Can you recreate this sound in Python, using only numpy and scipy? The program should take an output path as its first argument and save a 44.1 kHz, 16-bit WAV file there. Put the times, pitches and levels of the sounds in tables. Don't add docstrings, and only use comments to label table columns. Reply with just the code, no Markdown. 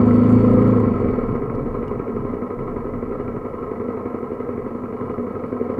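import sys
import numpy as np
from scipy import signal
from scipy.io import wavfile
from scipy.ndimage import uniform_filter1d

SR = 44100
rng = np.random.default_rng(int(sys.argv[2]) if len(sys.argv) > 2 else 0)


def volts(x):
    e = np.asarray(x, float) / 20
    return 10 ** e


def dump(signal):
    limited = np.clip(np.atleast_2d(signal).T, -1, 1)
    pcm = np.round(limited * 32767).astype(np.int16)
    wavfile.write(sys.argv[1], SR, pcm)


N = 255339

# (time [s], firing rate [1/s])
CRANK_SPEED = [(0.0, 26.79), (0.7, 28.33), (1.25, 19.07), (1.35, 14.94), (1.45, 12.67), (1.75, 11.99),
               (3.01, 11.44), (3.27, 11.97), (3.53, 11.3), (3.79, 11.71), (4.83, 11.41), (5.09, 11.74),
               (5.8, 11.57)]
# (time [s], share of the held opening [0-1])
THROTTLE_OPENING = [
    (0, 0.86),
    (.3, 0.89),
    (.7, 0.84),
    (1.0, 0.71),
    (1.15, 0.68),
    (1.3, 0.6),
    (1.6, 0),
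    (1.9, 0.08),
    (5.79, 0.52),
]
# (time [s], level [dB])
FIRING_STRENGTH = [(0, 0.0), (1.2, -3), (1.5, 0), (2.0, 0.5), (2.6, -0.5), (3.45, -2.5), (3.8, 0),
                   (4.5, -2), (4.92, -4), (5.02, 0), (5.4, -1), (5.79, 2)]
# (frequency [Hz], sign [+-1], level [dB], t60 [s])
AIR_BOX_MODES = [(79.3, 1, -28.9, 0.397), (110.9, 1, -16.3, 0.228), (144.8, 1, -31, 0.384),
                 (200.0, -1, -13.7, 0.179), (238.2, 1, -2.8, 0.097), (250.7, -1, -4.4, 0.096),
                 (309.2, 1, -21.5, 0.197), (393.3, -1, -26.5, 0.36), (416.7, 1, -32.2, 0.4),
                 (501.5, -1, -23.5, 0.399)]
# (frequency [Hz], sign [+-1], level [dB], t60 [s])
PIPE_MODES = [(56.6, -1, -52, .4), (93.5, 1, -33.6, .34), (119, -1, -43.5, .4), (228, -1, -22, .025),
              (251, 1, -20.8, .173)]
# (frequency [Hz], sign [+-1], level [dB], t60 [s])
TAIL_MODES = [(170, -1, -35, .06), (293, 1, -27, .047), (325, 1, -37.5, .2), (364, 1, -38, .16),
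              (413, -1, -28.7, .2), (473, -1, -24.4, .082), (524, -1, -41, .16), (652, -1, -50, .2),
              (955, -1, -39.5, .033), (1262, 1, -45, .07)]
# (frequency [Hz], sign [+-1], level [dB], t60 [s])
HEAD_MODES = [(1086, 1, -48.5, 0.15), (1333, -1, -43, 0.055), (2022, 1, -43, 0.015),
              (2310, -1, -45.5, 0.015), (4030, -1, -70.5, .012)]
# (frequency [Hz], width [Hz], level [dB])
CASE_MODES = [(109, 56, -8.5), (147, 13, -5.5), (194.6, 22, -3), (239.3, 19.7, 6.5), (301, 66, -6.5),
              (425.7, 62.4, 3), (501.7, 80.7, -0.5), (565, 278, -16.5), (714, 47, -8.5), (800, 70, -26.5),
              (1048.6, 133, -10), (1262, 66, -12), (1336, 56, -13.5), (1566, 180, -29.5), (1992, 222, -27),
              (2262, 94, -29.5), (2496, 180, -39.5), (2878, 44, -42), (2970, 41, -45), (3473, 130, -59.5),
              (2980, 490, -57.5), (4030, 410, -61), (4420, 100, -52.5), (5200, 250, -62.5)]
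# (frequency [Hz], width [Hz])
CASE_NOTCHES = [(1165, 45), (1455, 60), (2075, 40)]
# (position [share of cycle], level over steady rush [dB], decay [share of cycle])
CLATTER_BURSTS = [
    (.92, 2, .1),
    (.09, 0, .05),
    (.41, -1, .08),
    (.97, -6, .5),
]
# (time [s], peak level [dB])
LONE_TICKS = [
    (1.1099, -49),
    (1.1887, -50),
    (1.3568, -52),
    (1.5509, -53),
    (1.5554, -54),
    (1.8801, -47),
]
# (time [s], length [s], mount rocking level [dB], frame shudder level [dB])
PAVING_JOLTS = [(.08, 0.14, -37, -34.5), (0.366, .36, -31, -40), (0.855, 0.2, -37.5, -38.5),
                (1.051, 0.25, -31.5, -33.5), (1.3, 0.2, -39, -29.5), (1.534, 0.45, -32, -27),
                (2.12, 0.22, -38, -33), (2.56, 0.37, -37, -30), (2.95, 0.44, -40, -32.5),
                (3.505, 0.2, -51, -41), (4.55, 0.15, -51, -43), (5.0, 0.17, -57, -39)]

FIRST_FIRING = -.085
IDLE_PER_S = 11.6
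RUN_IN = 8000
INTAKE_LEAD_S, VALVE_LEAD_S, KNOCK_LEAD_S, TAIL_LEAD_S = .016, .0101, .0055, .0023
DRONE_IDLE_DB, DRONE_OPEN_DB = -45.5, 7.5
BUZZ_IDLE_DB, BUZZ_OPEN_DB = -82.5, -49
EXHAUST_IDLE_DB, EXHAUST_DB_PER_OCTAVE = -2.5, 3.5
SMOOTHED_DB, SMOOTHED_FROM = -16, .72
CLATTER_IDLE_DB, CLATTER_DB_PER_OCTAVE = -37, 2.5
CLATTER_FOLLOWS = 0.52
RUMBLE_IDLE_DB, RUMBLE_DB_PER_OCTAVE = -49, 15
JOLT_RISE_S, JOLT_FALL_S, JOLT_SAG_DB_PER_S = 0.014, 0.085, 11
OVERRUN_S, OVERRUN_RISE_S, OVERRUN_HOLD_S = .72, .08, 0.27
OVERRUN_DB, OVERRUN_SAG_DB_PER_S, OVERRUN_FALL_DB_PER_S = -27, 27.5, 149.5
MOUNT_HZ, MOUNT_REST_DB = 27.5, -51.5
KNOCK_S, KNOCK_DB = 1.881, -49
HISS_DB, HISS_TOP_HZ = -69.5, 14800


def rms_one(x):
    return x / np.sqrt(np.mean(x ** 2) + 1e-20)


def in_time(rows):
    s, *columns = np.transpose(rows)
    return [np.interp(np.arange(N) / SR, s, c) for c in columns]


def drift(rate):
    r = np.exp(-80 * np.pi * rate / SR)
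    noise = rng.standard_normal(N // 40 + 2002)
    slow = signal.lfilter([1], [1, -2 * r, r * r], noise)[2000:]
    return np.interp(np.arange(N) / 40, np.arange(len(slow)), rms_one(slow))


def ring(clicks, hz, t60):
    r = volts(-60 / (t60 * SR))
    w = 2 * np.pi * hz / SR
    return signal.lfilter([0, np.sin(w)], [1, -2 * r * np.cos(w), r * r], clicks + 1e-18)


def resonate(x, hz, width_hz):
    r = np.exp(-np.pi * width_hz / SR)
    zeros = np.array([1, 0, -1]) * (1 - r * r) / 2
    return signal.lfilter(zeros, [1, -2 * r * np.cos(2 * np.pi * hz / SR), r * r], x)


def cut(x, hz, kind, order=2):
    return signal.sosfilt(signal.butter(order, hz, kind, fs=SR, output="sos"), x)


def struck(modes, at, level_db, shared_db, own_db):
    out = np.zeros(N + RUN_IN)
    chance = rng.standard_normal((len(at), len(modes) + 1))
    blow_db = level_db[np.maximum(at, 0)] + shared_db * chance[:, -1]
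    for k, (hz, sign, db, t60) in enumerate(modes):
        clicks = np.zeros(N + RUN_IN)
        clicks[at + RUN_IN] = np.sign(sign) * volts(db + blow_db + own_db * chance[:, k])
        out += ring(clicks, hz, t60)
    return out[RUN_IN:]


def load(per_s):
    (opening,), (firing_db,) = in_time(THROTTLE_OPENING), in_time(FIRING_STRENGTH)
    opening = np.clip(opening, 0, 1)
    octaves = np.log2(per_s / IDLE_PER_S)
    flowing = np.clip((opening - SMOOTHED_FROM) / (1 - SMOOTHED_FROM), 0, 1)
    exhaust_db = EXHAUST_IDLE_DB + EXHAUST_DB_PER_OCTAVE * octaves + SMOOTHED_DB * flowing + firing_db
    drone_db = DRONE_IDLE_DB + (DRONE_OPEN_DB - DRONE_IDLE_DB) * opening
    rumble_db = RUMBLE_IDLE_DB + RUMBLE_DB_PER_OCTAVE * octaves
    clatter_db = CLATTER_IDLE_DB + CLATTER_DB_PER_OCTAVE * octaves + CLATTER_FOLLOWS * firing_db
    buzz_db = BUZZ_IDLE_DB + (BUZZ_OPEN_DB - BUZZ_IDLE_DB) * opening ** 2
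    return exhaust_db, drone_db, rumble_db, clatter_db, buzz_db


def preamp_hiss(shape):
    return volts(HISS_DB) * cut(rng.standard_normal(shape), HISS_TOP_HZ, "low", order=4)


def jolts():
    t, out = np.arange(N) / SR, 0
    for s, length, rocking_db, shudder_db in PAVING_JOLTS:
        shape = np.interp(t - s, [0, JOLT_RISE_S, length, length + JOLT_FALL_S], [0, 1, 1, 0])
        sag = volts(-JOLT_SAG_DB_PER_S * (t - s) * (shape > 0))
        out = out + volts(np.array([[rocking_db], [shudder_db]])) * shape * sag
    return out


def mount_rocking(gain):
    rocking = np.sin(2 * np.pi * np.cumsum(MOUNT_HZ * (1 + 0.022 * drift(5.6))) / SR)
    rumble = rms_one(cut(cut(rng.standard_normal(N), 22, "high"), 95, "low"))
    return (volts(MOUNT_REST_DB) + gain) * (1.16 * rocking + 0.71 * rumble)


def frame_rumble(gain):
    noise = rng.standard_normal(N) * volts(2.5 * drift(8))
    shudder = resonate(noise, 115, 44) - 0.68 * resonate(noise, 190, 60) + 0.79 * resonate(noise, 245, 60)
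    return gain * rms_one(cut(shudder, 350, "low", order=4))


def lone_ticks():
    clicks = np.zeros(N)
    for s, peak_db in LONE_TICKS:
        clicks[round(s * SR)] = volts(peak_db + 3)
    puffs = signal.lfilter([1], [1, -.985], clicks) * rng.standard_normal(N)
    knock = volts(KNOCK_DB) * ring(np.arange(N) == round(KNOCK_S * SR), hz=2850, t60=0.056)
    return 1.5 * resonate(puffs, 4300, 1500) + .2 * cut(puffs, 5000, "high") + knock


def buzz(cycles, buzz_db):
    touches = np.diff(np.floor(4 * cycles + .08 * drift(30)), prepend=0) != 0
    clicks = touches * volts(buzz_db + 13 + 3.5 * rng.standard_normal(N))
    grit = signal.lfilter([1], [1, -.96], clicks) * rng.standard_normal(N)
    specks = rng.standard_normal(N) * (rng.random(N) < 6000 / SR)
    rasp = volts(buzz_db + 5) * specks + .45 * grit
    broad = cut(cut(grit, 2600, "high"), 9000, "low")
    low_rasp = cut(cut(rasp, 1450, "high"), 3000, "low", order=3)
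    ring_rasp = resonate(rasp, 4380, 160)
    bright = resonate(grit, hz=7050, width_hz=1200)
    return .5 * broad + 6.7 * low_rasp + 6.2 * ring_rasp + 0.74 * bright


def clatter(cycles, clatter_db):
    gate = np.ones(N)
    for share, db, decay in CLATTER_BURSTS:
        strength = volts(db + 0.66 * rng.standard_normal(int(cycles[-1]) + 3))
        since = cycles + 1 - share
        gate += strength[since.astype(int)] * np.exp(-(since % 1) / decay)
    gate = uniform_filter1d(gate, size=130)
    sizes = volts(1.98 * np.minimum(rng.exponential(1, N), 5)) * rng.choice([-1, 1], N)
    knocks = sizes * (rng.random(N) < 260.0 * np.gradient(cycles))
    heard = np.zeros(N)
    for k, (hz, width_hz, db) in enumerate(CASE_MODES):
        bunched = knocks * gate ** np.clip(hz / 800 - .6, .1, 1)
        gain = (-1) ** k * volts(db + 1.03 * drift(5.8))
        heard += gain * resonate(resonate(bunched, hz, 2.64 * width_hz), hz, 0.9 * width_hz)
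    for hz, width_hz in CASE_NOTCHES:
        heard = heard - .75 * resonate(heard, hz, width_hz)
    return volts(clatter_db + 10.0) * rms_one(heard)


def overrun(cycles):
    since = np.arange(N) / SR - OVERRUN_S
    sag_db = OVERRUN_SAG_DB_PER_S * np.maximum(since - OVERRUN_RISE_S, 0)
    fall_db = OVERRUN_FALL_DB_PER_S * np.maximum(since - OVERRUN_RISE_S - OVERRUN_HOLD_S, 0)
    rise = np.clip(since / OVERRUN_RISE_S, 0, 1) ** 2
    return rise * volts(OVERRUN_DB - sag_db - fall_db + 3) * np.sin(8 * np.pi * cycles)


def firings(cycles, exhaust_db, drone_db, clatter_db):
    fired = np.flatnonzero(np.diff(np.floor(cycles)) > 0)
    earlier = fired[0] - (fired[1] - fired[0]) * np.arange(4, 0, -1)
    fired = np.r_[earlier, fired]
    drone = struck(AIR_BOX_MODES, fired - round(INTAKE_LEAD_S * SR), drone_db, shared_db=1.1, own_db=.6)
    pipe = struck(PIPE_MODES, fired - round(VALVE_LEAD_S * SR), exhaust_db, shared_db=1.3, own_db=.6)
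    tail = struck(TAIL_MODES, fired - round(TAIL_LEAD_S * SR), exhaust_db + 4.5, shared_db=1.3, own_db=.8)
    head = struck(HEAD_MODES, fired - round(KNOCK_LEAD_S * SR), clatter_db + 41, shared_db=2.0, own_db=2.0)
    gas = cut(cut(drone, 62, "high") + pipe + tail, 1500, "low", order=4)
    return gas + cut(cut(head, 800, "high"), 2600, "low")


def scene():
    per_s, = in_time(CRANK_SPEED)
    cycles = FIRST_FIRING + 1 + np.cumsum(per_s) / SR
    exhaust_db, drone_db, rumble_db, clatter_db, buzz_db = load(per_s)
    rocking, shudder = jolts()
    frame = mount_rocking(rocking) + frame_rumble(np.hypot(volts(rumble_db), shudder))
    loose = lone_ticks() + buzz(cycles, buzz_db)
    engine = clatter(cycles, clatter_db) + overrun(cycles) + firings(cycles, exhaust_db, drone_db, clatter_db)
    return (frame + loose + engine)[None]


def roll_off(x):
    return signal.sosfilt(signal.butter(12, 15750, fs=SR, output="sos"), x)


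def record(dry):
    rounded = 1.5 * np.tanh(dry / 1.5)
    return roll_off(rounded + preamp_hiss(dry.shape))


dry = scene()
out = record(dry)
dump(out)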